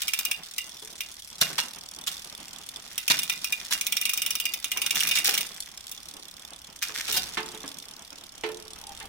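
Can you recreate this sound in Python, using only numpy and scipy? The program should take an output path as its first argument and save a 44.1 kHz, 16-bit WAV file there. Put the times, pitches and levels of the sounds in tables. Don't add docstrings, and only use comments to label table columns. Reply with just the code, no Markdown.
import sys
import numpy as np
from scipy import signal
from scipy.fft import rfft, irfft, next_fast_len
from scipy.io import wavfile
from scipy.ndimage import uniform_filter1d

SR = 44100
rng = np.random.default_rng(int(sys.argv[2]) if len(sys.argv) > 2 else 0)


def voltage_ratio(decibels):
    exponent = np.asarray(decibels, float) / 20
    return 10 ** exponent


def unload_wav(signal):
    wavfile.write(
        sys.argv[1],
        SR,
        np.round(np.clip(np.atleast_2d(signal).T, -1, 1) * 32767).astype(np.int16),
    )


N = 400428
SIZE = next_fast_len(N + SR)
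HZ = np.fft.rfftfreq(SIZE, 1 / SR)

# (time [s], level [dB])
CHAIN_RATTLE = [(0, -35), (.45, -49), (2.0, -52.5), (2.9, -47.5), (3.3, -42.5), (4.2, -42), (4.6, -48),
                (5.1, -36), (5.4, -48), (5.6, -49.5), (6.75, -53), (7.4, -49), (8.3, -54.5), (9.08, -50.5)]
# (time [s], level [dB], time to fade by 60 dB [s])
CHAIN_SHAKES = [(1.411, -16.5, 0.51), (1.5835, -16.5, 0.33), (2.072, -25, 0.82), (3.0994, -13, 0.4),
                (3.7234, -9, 0.088), (4.9576, -19, 0.99), (5.1567, -9.5, 0.17), (5.2475, -13, 0.68),
                (6.8224, -21, 0.4), (6.9446, -21.5, 1), (7.08, -17.5, 0.42), (7.1714, -24.5, 0.97)]
# (time [s], level [dB])
STAND_RUMBLE = [(0, -58.5), (1.3, -61), (1.6, -56), (2.2, -57.5), (3.9, -57.5), (4.6, -57.5), (5.2, -48),
                (5.6, -59.5), (6.7, -60), (7.2, -50.5), (8.2, -60), (9.08, -54)]
# (time [s], level [dB])
HAND_SWAY = [
    (0.0, -66.5),
    (1.85, -65.5),
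    (7.03, -64.5),
    (7.16, -57),
    (7.86, -67.5),
    (9.08, -55.5),
]
# (time [s], snap [dB], ring of the cogs above the snap [dB])
RATCHET_MOMENTS = [(0.0183, -26, -2.5), (0.081, -25.5, 1.5), (0.1894, -21.5, -4.5), (0.3128, -23, -0.5),
                   (3.811, -24, -4), (3.923, -22, -1.5), (4.0132, -23, -3), (4.1749, -23, -4.5),
                   (4.3064, -23, 0), (4.4, -24.5, -0.5), (4.4543, -26, 5.5), (4.5374, -23.5, -2.5),
                   (4.6435, -27.5, 5.7), (4.7165, -25.5, 0.6), (4.7724, -25, 1.3), (4.9075, -23.5, 0.3),
                   (5.005, -22, -1)]
RATCHET_COUNT = [0, 1, 3, 5, 6, 8, 10, 14, 17, 19, 20, 21, 22, 23, 24, 27, 29]
# (time [s], snap [dB], ring above the snap [dB])
PAWL_SLIPS = [(0.5819, -25.5, -3), (1.0063, -28.5, -0.5), (2.979, -25, 1), (3.0792, -22, -1),
              (3.1898, -23.5, -0.5), (3.2323, -24.5, -14), (3.297, -23.5, 4), (3.3251, -32.5, -3),
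              (3.4439, -25.5, 4), (3.5234, -24.5, 2.5), (3.7338, -22.5, -1.5), (4.947, -31, -4),
              (5.0333, -22, -2), (5.072, -22.5, -3.5), (5.0888, -24.5, -6), (5.1118, -25, 5.5),
              (5.1569, -27, 4), (5.1717, -32, 9.5), (5.1859, -22.5, -1.5), (5.2453, -21, -13),
              (5.2714, -22, -13), (5.2919, -23, -4), (5.3403, -23.5, 0), (5.377, -21.5, -1.5),
              (5.408, -25, -6), (5.915, -31, -31), (6.8259, -25, -1.5), (7.1248, -24, -2)]
# (time [s], seating force [dB])
CHAIN_MOMENTS = [(0.4334, -40), (0.8484, -42), (1.3811, -42), (2.0382, -39.5), (2.742, -44.5),
                 (5.5172, -41), (5.7452, -46.5), (5.8403, -42.5), (6.1392, -42), (6.3117, -43.5),
                 (6.7278, -45.5), (6.9456, -48), (7.4312, -40), (7.6041, -41), (8.0493, -42.5),
                 (8.2925, -44.5), (8.41, -42.5), (9.0549, -42.5)]
CHAIN_COUNT = [0, 16, 36, 62, 89, 192, 200, 203, 214, 220, 235, 242, 260, 266, 282, 291, 295, 319]
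# (time [s], level [dB])
STIFF_LINKS = [(1.0186, -44), (1.747, -42), (1.9474, -42), (1.963, -48), (2.1123, -48), (2.1293, -41),
               (2.18, -42), (2.531, -39), (2.6893, -35), (2.7604, -36), (3.028, -46), (3.3575, -40),
               (3.4185, -40), (3.6503, -37.5), (3.7774, -35.5), (5.4676, -37.5), (5.6041, -30),
               (5.624, -38), (5.8681, -42), (5.8805, -43), (6.087, -38.5), (6.1385, -43), (6.7623, -43),
               (6.8838, -34.5), (6.99, -46), (7.2385, -35), (7.678, -34), (7.7856, -36.5), (5.7744, -38),
               (8.8692, -41)]
# (time [s], thump [dB], edge above the thump [dB])
STAND_BUMPS = [(0.823, -40.5, -17), (0.926, -44, -21), (1.5, -32.5, -13), (1.962, -41.5, -24),
               (4.764, -41.5, 4.5), (5.181, -47, 4), (5.284, -34.5, 5), (6.136, -42, -16),
               (6.185, -40.5, -30), (6.892, -40.5, 4), (7.089, -37, -1), (7.64, -36.5, -7),
               (8.12, -38.5, -10.5)]
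# (time [s], snap [dB], ring above snap [dB], thud above snap [dB], rattle [s])
GEAR_CLUNKS = [
    (1.4102, -9, -7, -17, 0.0031),
    (1.581, -22.5, 6.5, -12.5, 0.003),
    (2.0722, -17.5, -11, -26, 0.0027),
    (3.098, -12.5, 0, -17, 0.004),
    (3.707, -18, -13, -21, 0.0059),
    (7.077, -38, 7, -27, 0.0032),
    (7.135, -16, -11, -21, 0.0079),
    (7.1644, -10.5, -11.5, -23, 0.0035),
]
# (time [s], low tubes [dB], middle tube above them [dB], sharpness above them [dB])
FRAME_KNOCKS = [
    (7.372, -28, -8, 8.5),
    (7.539, -39, -15, -10),
    (8.436, -32, 1, 8),
    (8.489, -43.5, 3, 6),
    (9.005, -59.5, 7.5, 25.5),
]
# (time [s], level [dB])
HAND_RUB = [
    (8.79, -77),
    (8.84, -49),
    (8.92, -48.5),
    (8.97, -63),
    (9.04, -48),
    (9.08, -63),
]
# (pitch [Hz], width [Hz], level [dB])
RUB_TUBE_TONES = [(802, 27, -1), (888, 32, -0.98)]

# (pitch [Hz], level [dB], time to fade by 60 dB [s])
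COG_TONES = [(2027, -15.5, 0.23), (2257, -9.5, 0.12), (2437, -5.5, 0.16), (2808, -3.5, 0.18),
             (3570, -18, 0.36), (3748, -9, 0.14), (4845, -15.5, 0.34), (5696, 3.5, 0.03)]
LINK_TONES = [(3493, -2.5, 0.041), (5860, -5, 0.02), (9450, 20.5, 0.0026)]
TUBE_TONES = [(352.2, 0.5, 0.26), (436.2, 1, 0.24), (880, -4.5, 0.48), (1270, -34, 1), (1303, -14, 0.17),
              (1782, -6, 0.27), (2100, -6, 0.2), (2530, -29, 0.2), (2740, -40, 0.59)]
# (frequency [Hz], level per Hz [dB])
PAWL_NOISE = [(700, -16.5), (1300, -6.5), (1900, -19), (2400, 3), (2900, -1.5), (3700, -0.5), (4300, -11.5),
              (5700, 3.5), (7000, -6), (9200, 1), (12000, -6.5), (14500, 2.5), (16500, -0.5)]
CLUNK_NOISE = [(80, -35), (150, 10), (500, -1.5), (1000, 9), (2200, 1), (3500, 6), (7000, -9.5),
               (13900, -15), (16500, -20)]
ROLLER_NOISE = [(1060, -12), (1800, -2.5), (3140, -4.5), (3350, 7), (3950, -2), (5540, 0.5), (6800, -6),
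                (8590, -6.5), (16000, -18.5)]
KNOCK_NOISE = [(71, -52), (120, -0.5), (374, 0), (705, -5.5), (891, 0), (1560, -5), (2780, -5), (6160, -22),
               (9000, -25.5), (11700, -47), (19800, -120)]
RUMBLE_NOISE = [(59, -16), (100, -11.5), (167, 0.5), (452, -7.5), (796, -2.5), (948, -4.5), (1180, -3),
                (1880, -11), (2500, -8), (3250, -4.5), (5500, -120)]
SWAY_NOISE = [(20, -8.5), (40, -9), (52, -2.5), (75, -5.5), (110, -11.5), (160, -64)]
# (frequency [Hz], left minus right [dB])
PORT_BALANCE = [(60, -1), (240, -6), (480, -3.5), (950, -1), (1890, -2), (3770, -6.5), (6500, -1),
                (9800, 4), (15000, 0)]
# (frequency [Hz], likeness [-1 to 1])
PORT_LIKENESS = [(60, 0.74), (180, 0.76), (550, 0.6), (1650, 0.21), (4970, 0.041), (15000, 0.018)]
# (frequency [Hz], time to fade by 60 dB [s])
SHOP_FADE = [(200, 0.73), (1000, 0.42), (4000, 0.12), (12000, 0.21)]


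def evened(x):
    return x / np.sqrt(np.mean(x ** 2) + 1e-20)


def read(points, hz):
    f, value = np.transpose(points)
    return np.interp(np.log(hz + 1), np.log(f + 1), value)


def curve(rows):
    return np.interp(np.arange(N) / SR, *np.transpose(rows))


def alike(first, other, hz):
    same = np.clip(read(PORT_LIKENESS, hz), -1, 1)
    return same * first + np.sqrt(1 - same ** 2) * other


def pair_noise(count, length):
    z = rfft(rng.standard_normal((count, 2, length)))
    second = alike(z[:, 0], z[:, 1], np.fft.rfftfreq(length, 1 / SR))
    return np.stack([z[:, 0], second], 1)


def blows(events, rattle_s, lead_db, count, size, spread=1):
    draw = rng.random((events, count, 2))
    wait = (-np.log(1 - draw[..., 0])) ** spread
    late = wait * np.reshape(rattle_s, (-1, 1)) * (np.arange(count) > 0)
    force = np.cos(2 * np.pi * draw[..., 1])
    force[:, 0] = voltage_ratio(lead_db)
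    out = np.zeros((events, size))
    at = np.minimum(late * SR, size / 2).astype(int)
    np.add.at(out, (np.arange(events)[:, None], at), force)
    return rfft(out / np.linalg.norm(out, axis=1)[:, None])[:, None]


def bodies(events, colour, crack_t60, modes, modes_db, vary_db, size, rough=0.):
    t, bins = np.arange(size) / SR, np.fft.rfftfreq(size, 1 / SR)
    knots = rng.standard_normal((events, 9))
    place = np.sqrt(bins / bins[-1])
    ripple = np.array([np.interp(place, np.linspace(0, 1, len(k)), k) for k in knots])
    shade = voltage_ratio(read(colour, bins) + vary_db * ripple)
    crack = irfft(pair_noise(events, size) * shade[:, None])
    fade = voltage_ratio(-60 * t / crack_t60) + 0.31 * voltage_ratio(-60 * t / 0.0018)
    crack *= fade / crack.std(axis=(1, 2), keepdims=True)

    hz, db, t60 = np.repeat(modes, 2, axis=0).T
    hz = hz * np.tile([.996, 1.004], len(modes))
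    likeness = np.clip(read(PORT_LIKENESS, hz), -1, 1)
    lag = np.arccos(likeness) * rng.standard_normal((events, 1, len(hz))) * [[0], [1]]
    chance_db = vary_db * rng.standard_normal((events, 1, len(hz)))
    swing = voltage_ratio(modes_db + db + chance_db) * np.exp(1j * lag)
    tones = voltage_ratio(-60 * t / t60[:, None]) * np.exp(2j * np.pi * hz[:, None] * t)
    ring = (swing @ tones).imag
    shiver = evened(uniform_filter1d(rng.standard_normal((events, 1, size)), round(.004 * SR)))
    ring *= 1 - rough + rough * shiver
    ring *= np.minimum(t / 0.0037, 1)
    return rfft((crack + ring) * signal.windows.tukey(2 * size, .5)[size:])


def band(db, lo_hz, hi_hz, size):
    jw = 1j * np.fft.rfftfreq(size, 1 / SR)
    shape = (jw / lo_hz) ** 2 / (1 + np.sqrt(2) * jw / lo_hz + (jw / lo_hz) ** 2)
    if hi_hz:
        shape /= 1 + np.sqrt(2) * jw / hi_hz + (jw / hi_hz) ** 2
    return voltage_ratio(db)[:, None, None] * shape


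def levelled(spectra):
    hz = np.fft.rfftfreq(2 * spectra.shape[2] - 2, 1 / SR)
    treble = irfft(spectra * (hz > 4200))[..., :350]
    return spectra / treble.std(axis=(1, 2), keepdims=True)


def counted(rows, teeth, vary, extra):
    every = np.arange(teeth[-1] + 1)
    steady = np.array([np.interp(every, teeth, col) for col in np.transpose(rows)]).T
    scattered = steady + np.multiply(vary, rng.standard_normal(steady.shape))
    return np.vstack([scattered, extra]).T


def placed(s, spectra):
    out = np.zeros((2, SIZE))
    for at, sound in zip((s * SR).astype(int), irfft(spectra)):
        out[:, at:at + sound.shape[1]] += sound
    return out


def chatter():
    kinds, t = 5, np.arange(N) / SR
    shaken = 0
    for s, db, t60 in CHAIN_SHAKES:
        fade_s = np.where(t > s, t60, .03)
        shaken = shaken + voltage_ratio(2 * (db - 9.0 - 60 * abs(t - s) / fade_s))
    taps = (rng.random((kinds, N)) < 300 / SR) * rng.choice([-1, 1], (kinds, N))
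    taps = taps * voltage_ratio(4.4 * np.minimum(rng.exponential(1, (kinds, N)), 5))
    taps = evened(taps) * voltage_ratio(-23) * np.sqrt(voltage_ratio(2 * curve(CHAIN_RATTLE)) + shaken)
    links = bodies(kinds, ROLLER_NOISE, 0.0073, LINK_TONES, -46, 4.2, size=2048)
    links = irfft(links * band(np.zeros(kinds), 1480, None, size=2048))
    return irfft((rfft(taps, SIZE)[:, None] * rfft(links, SIZE)).sum(0), SIZE)


def hum(colour, db, lumpy_db, lump_s):
    noise = evened(irfft(pair_noise(1, SIZE)[0] * voltage_ratio(read(colour, HZ)), SIZE)[:, :N])
    lumps = evened(uniform_filter1d(rng.standard_normal(N), int(lump_s * SR)))
    return noise * voltage_ratio(db + lumpy_db * lumps)


def rumble():
    return hum(RUMBLE_NOISE, curve(STAND_RUMBLE) + 3, 3.1, .03)


def sway():
    return hum(SWAY_NOISE, curve(HAND_SWAY), 0.81, 0.071)


def pawls():
    vary = [0, 0.25, 1.5]
    s, db, ring_db = counted(RATCHET_MOMENTS, RATCHET_COUNT, vary, PAWL_SLIPS)
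    cogs = bodies(len(s), PAWL_NOISE, 0.043, COG_TONES, -12.5, 1.3, size=8192, rough=0.34)
    snap = band(db, 3600, None, size=8192)
    ring = band(db + ring_db + 5.0, 1430, 3220, size=8192)
    hits = blows(len(s), .002, 8, count=5, size=8192)
    return placed(s, levelled(hits * cogs) * (snap - ring))


def rollers():
    vary = [0.0008, 1.2]
    s, db = counted(CHAIN_MOMENTS, CHAIN_COUNT, vary, STIFF_LINKS)
    links = bodies(len(s), ROLLER_NOISE, .016, LINK_TONES, -11, 2.2, size=2048)
    rattle_s = np.where(s < GEAR_CLUNKS[0][0], .0042, .0017)
    ticks = levelled(blows(len(s), rattle_s, 5, count=9, size=2048) * links)
    return placed(s, ticks * band(db + 0.5, 4550, None, size=2048))


def bumps():
    s, db, edge_db = np.transpose(STAND_BUMPS)
    stand = bodies(len(s), KNOCK_NOISE, 0.07, TUBE_TONES, -26, 0.36, size=8192)
    thump = band(db + 1.5, 165, 620, size=8192)
    edge = band(db + edge_db + 6.5, 1000, 4400, size=8192)
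    hits = blows(len(s), 0.0065, 1.0, count=6, size=8192)
    return placed(s, hits * stand * (thump - edge))


def clunks():
    s, db, ring_db, thud_db, rattle_s = np.transpose(GEAR_CLUNKS)
    cogs = bodies(len(s), CLUNK_NOISE, 0.047, COG_TONES, -11.5, 1.0, size=16384, rough=0.34)
    snap = band(db + 9, 9450, None, size=16384)
    ring = band(db + ring_db + 7.5, 2870, 3540, size=16384)
    thud = band(db + thud_db + 8.0, 96, 1500, size=16384)
    hits = blows(len(s), 1.8 * rattle_s, -22.0, count=24, size=16384, spread=.55)
    return placed(s, hits * cogs * (snap - ring + thud))


def knocks():
    s, db, mid_db, sharp_db = np.transpose(FRAME_KNOCKS)
    tubes = bodies(len(s), KNOCK_NOISE, 0.15, TUBE_TONES, -8.5, 0.32, size=32768)
    low = band(db - 3.5, 53, 500, size=32768)
    middle = band(db + mid_db + 6.5, 620, 700, size=32768)
    sharp = band(db + sharp_db - 0.5, 1620, 12000, size=32768)
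    hits = blows(len(s), 0.003, 12, count=6, size=32768)
    return placed(s, hits * tubes * (low - middle + sharp))


def rub():
    tones = sum(voltage_ratio(db) / (1 + ((HZ - hz) * 2 / width) ** 2) for hz, width, db in RUB_TUBE_TONES)
    friction = irfft(pair_noise(1, SIZE)[0] * tones, SIZE)[:, :N]
    return evened(friction) * voltage_ratio(curve(HAND_RUB))


def shop():
    taps = np.zeros((2, SR // 2))
    slots = np.arange(300, SR // 2 - 20, 20)
    at = slots + rng.integers(0, 20, (2, len(slots)))
    np.put_along_axis(taps, at, rng.choice([-1., 1.], at.shape), 1)
    hz, t, z = signal.stft(taps, SR, nperseg=256)
    fade = voltage_ratio(-60 * t / read(SHOP_FADE, hz)[:, None])
    tail = signal.istft(z * fade, SR, nperseg=256)[1]
    left, other = rfft(tail / np.linalg.norm(tail[0]), SIZE)
    return np.array([left, alike(left, other, HZ)])


def scene():
    bike = chatter() + pawls() + rollers() + bumps() + clunks() + knocks()
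    echoes = irfft(rfft(bike.mean(0)) * shop(), SIZE)
    return (bike + voltage_ratio(-9.0) * echoes)[:, :N] + rumble() + sway() + rub()


def top_cut(x):
    return signal.sosfilt(signal.butter(12, 16960, fs=SR, output="sos"), x)


def record(dry):
    half_db = read(PORT_BALANCE, HZ) / 2
    balance = voltage_ratio(np.array([half_db, -half_db]))
    edge = np.where(HZ < 15850, 1, voltage_ratio(-20)) * (HZ < 16960)
    ports = irfft(rfft(dry, SIZE) * balance * edge, SIZE)[:, :N]
    return top_cut(ports)


dry = scene()
out = record(dry)
unload_wav(out)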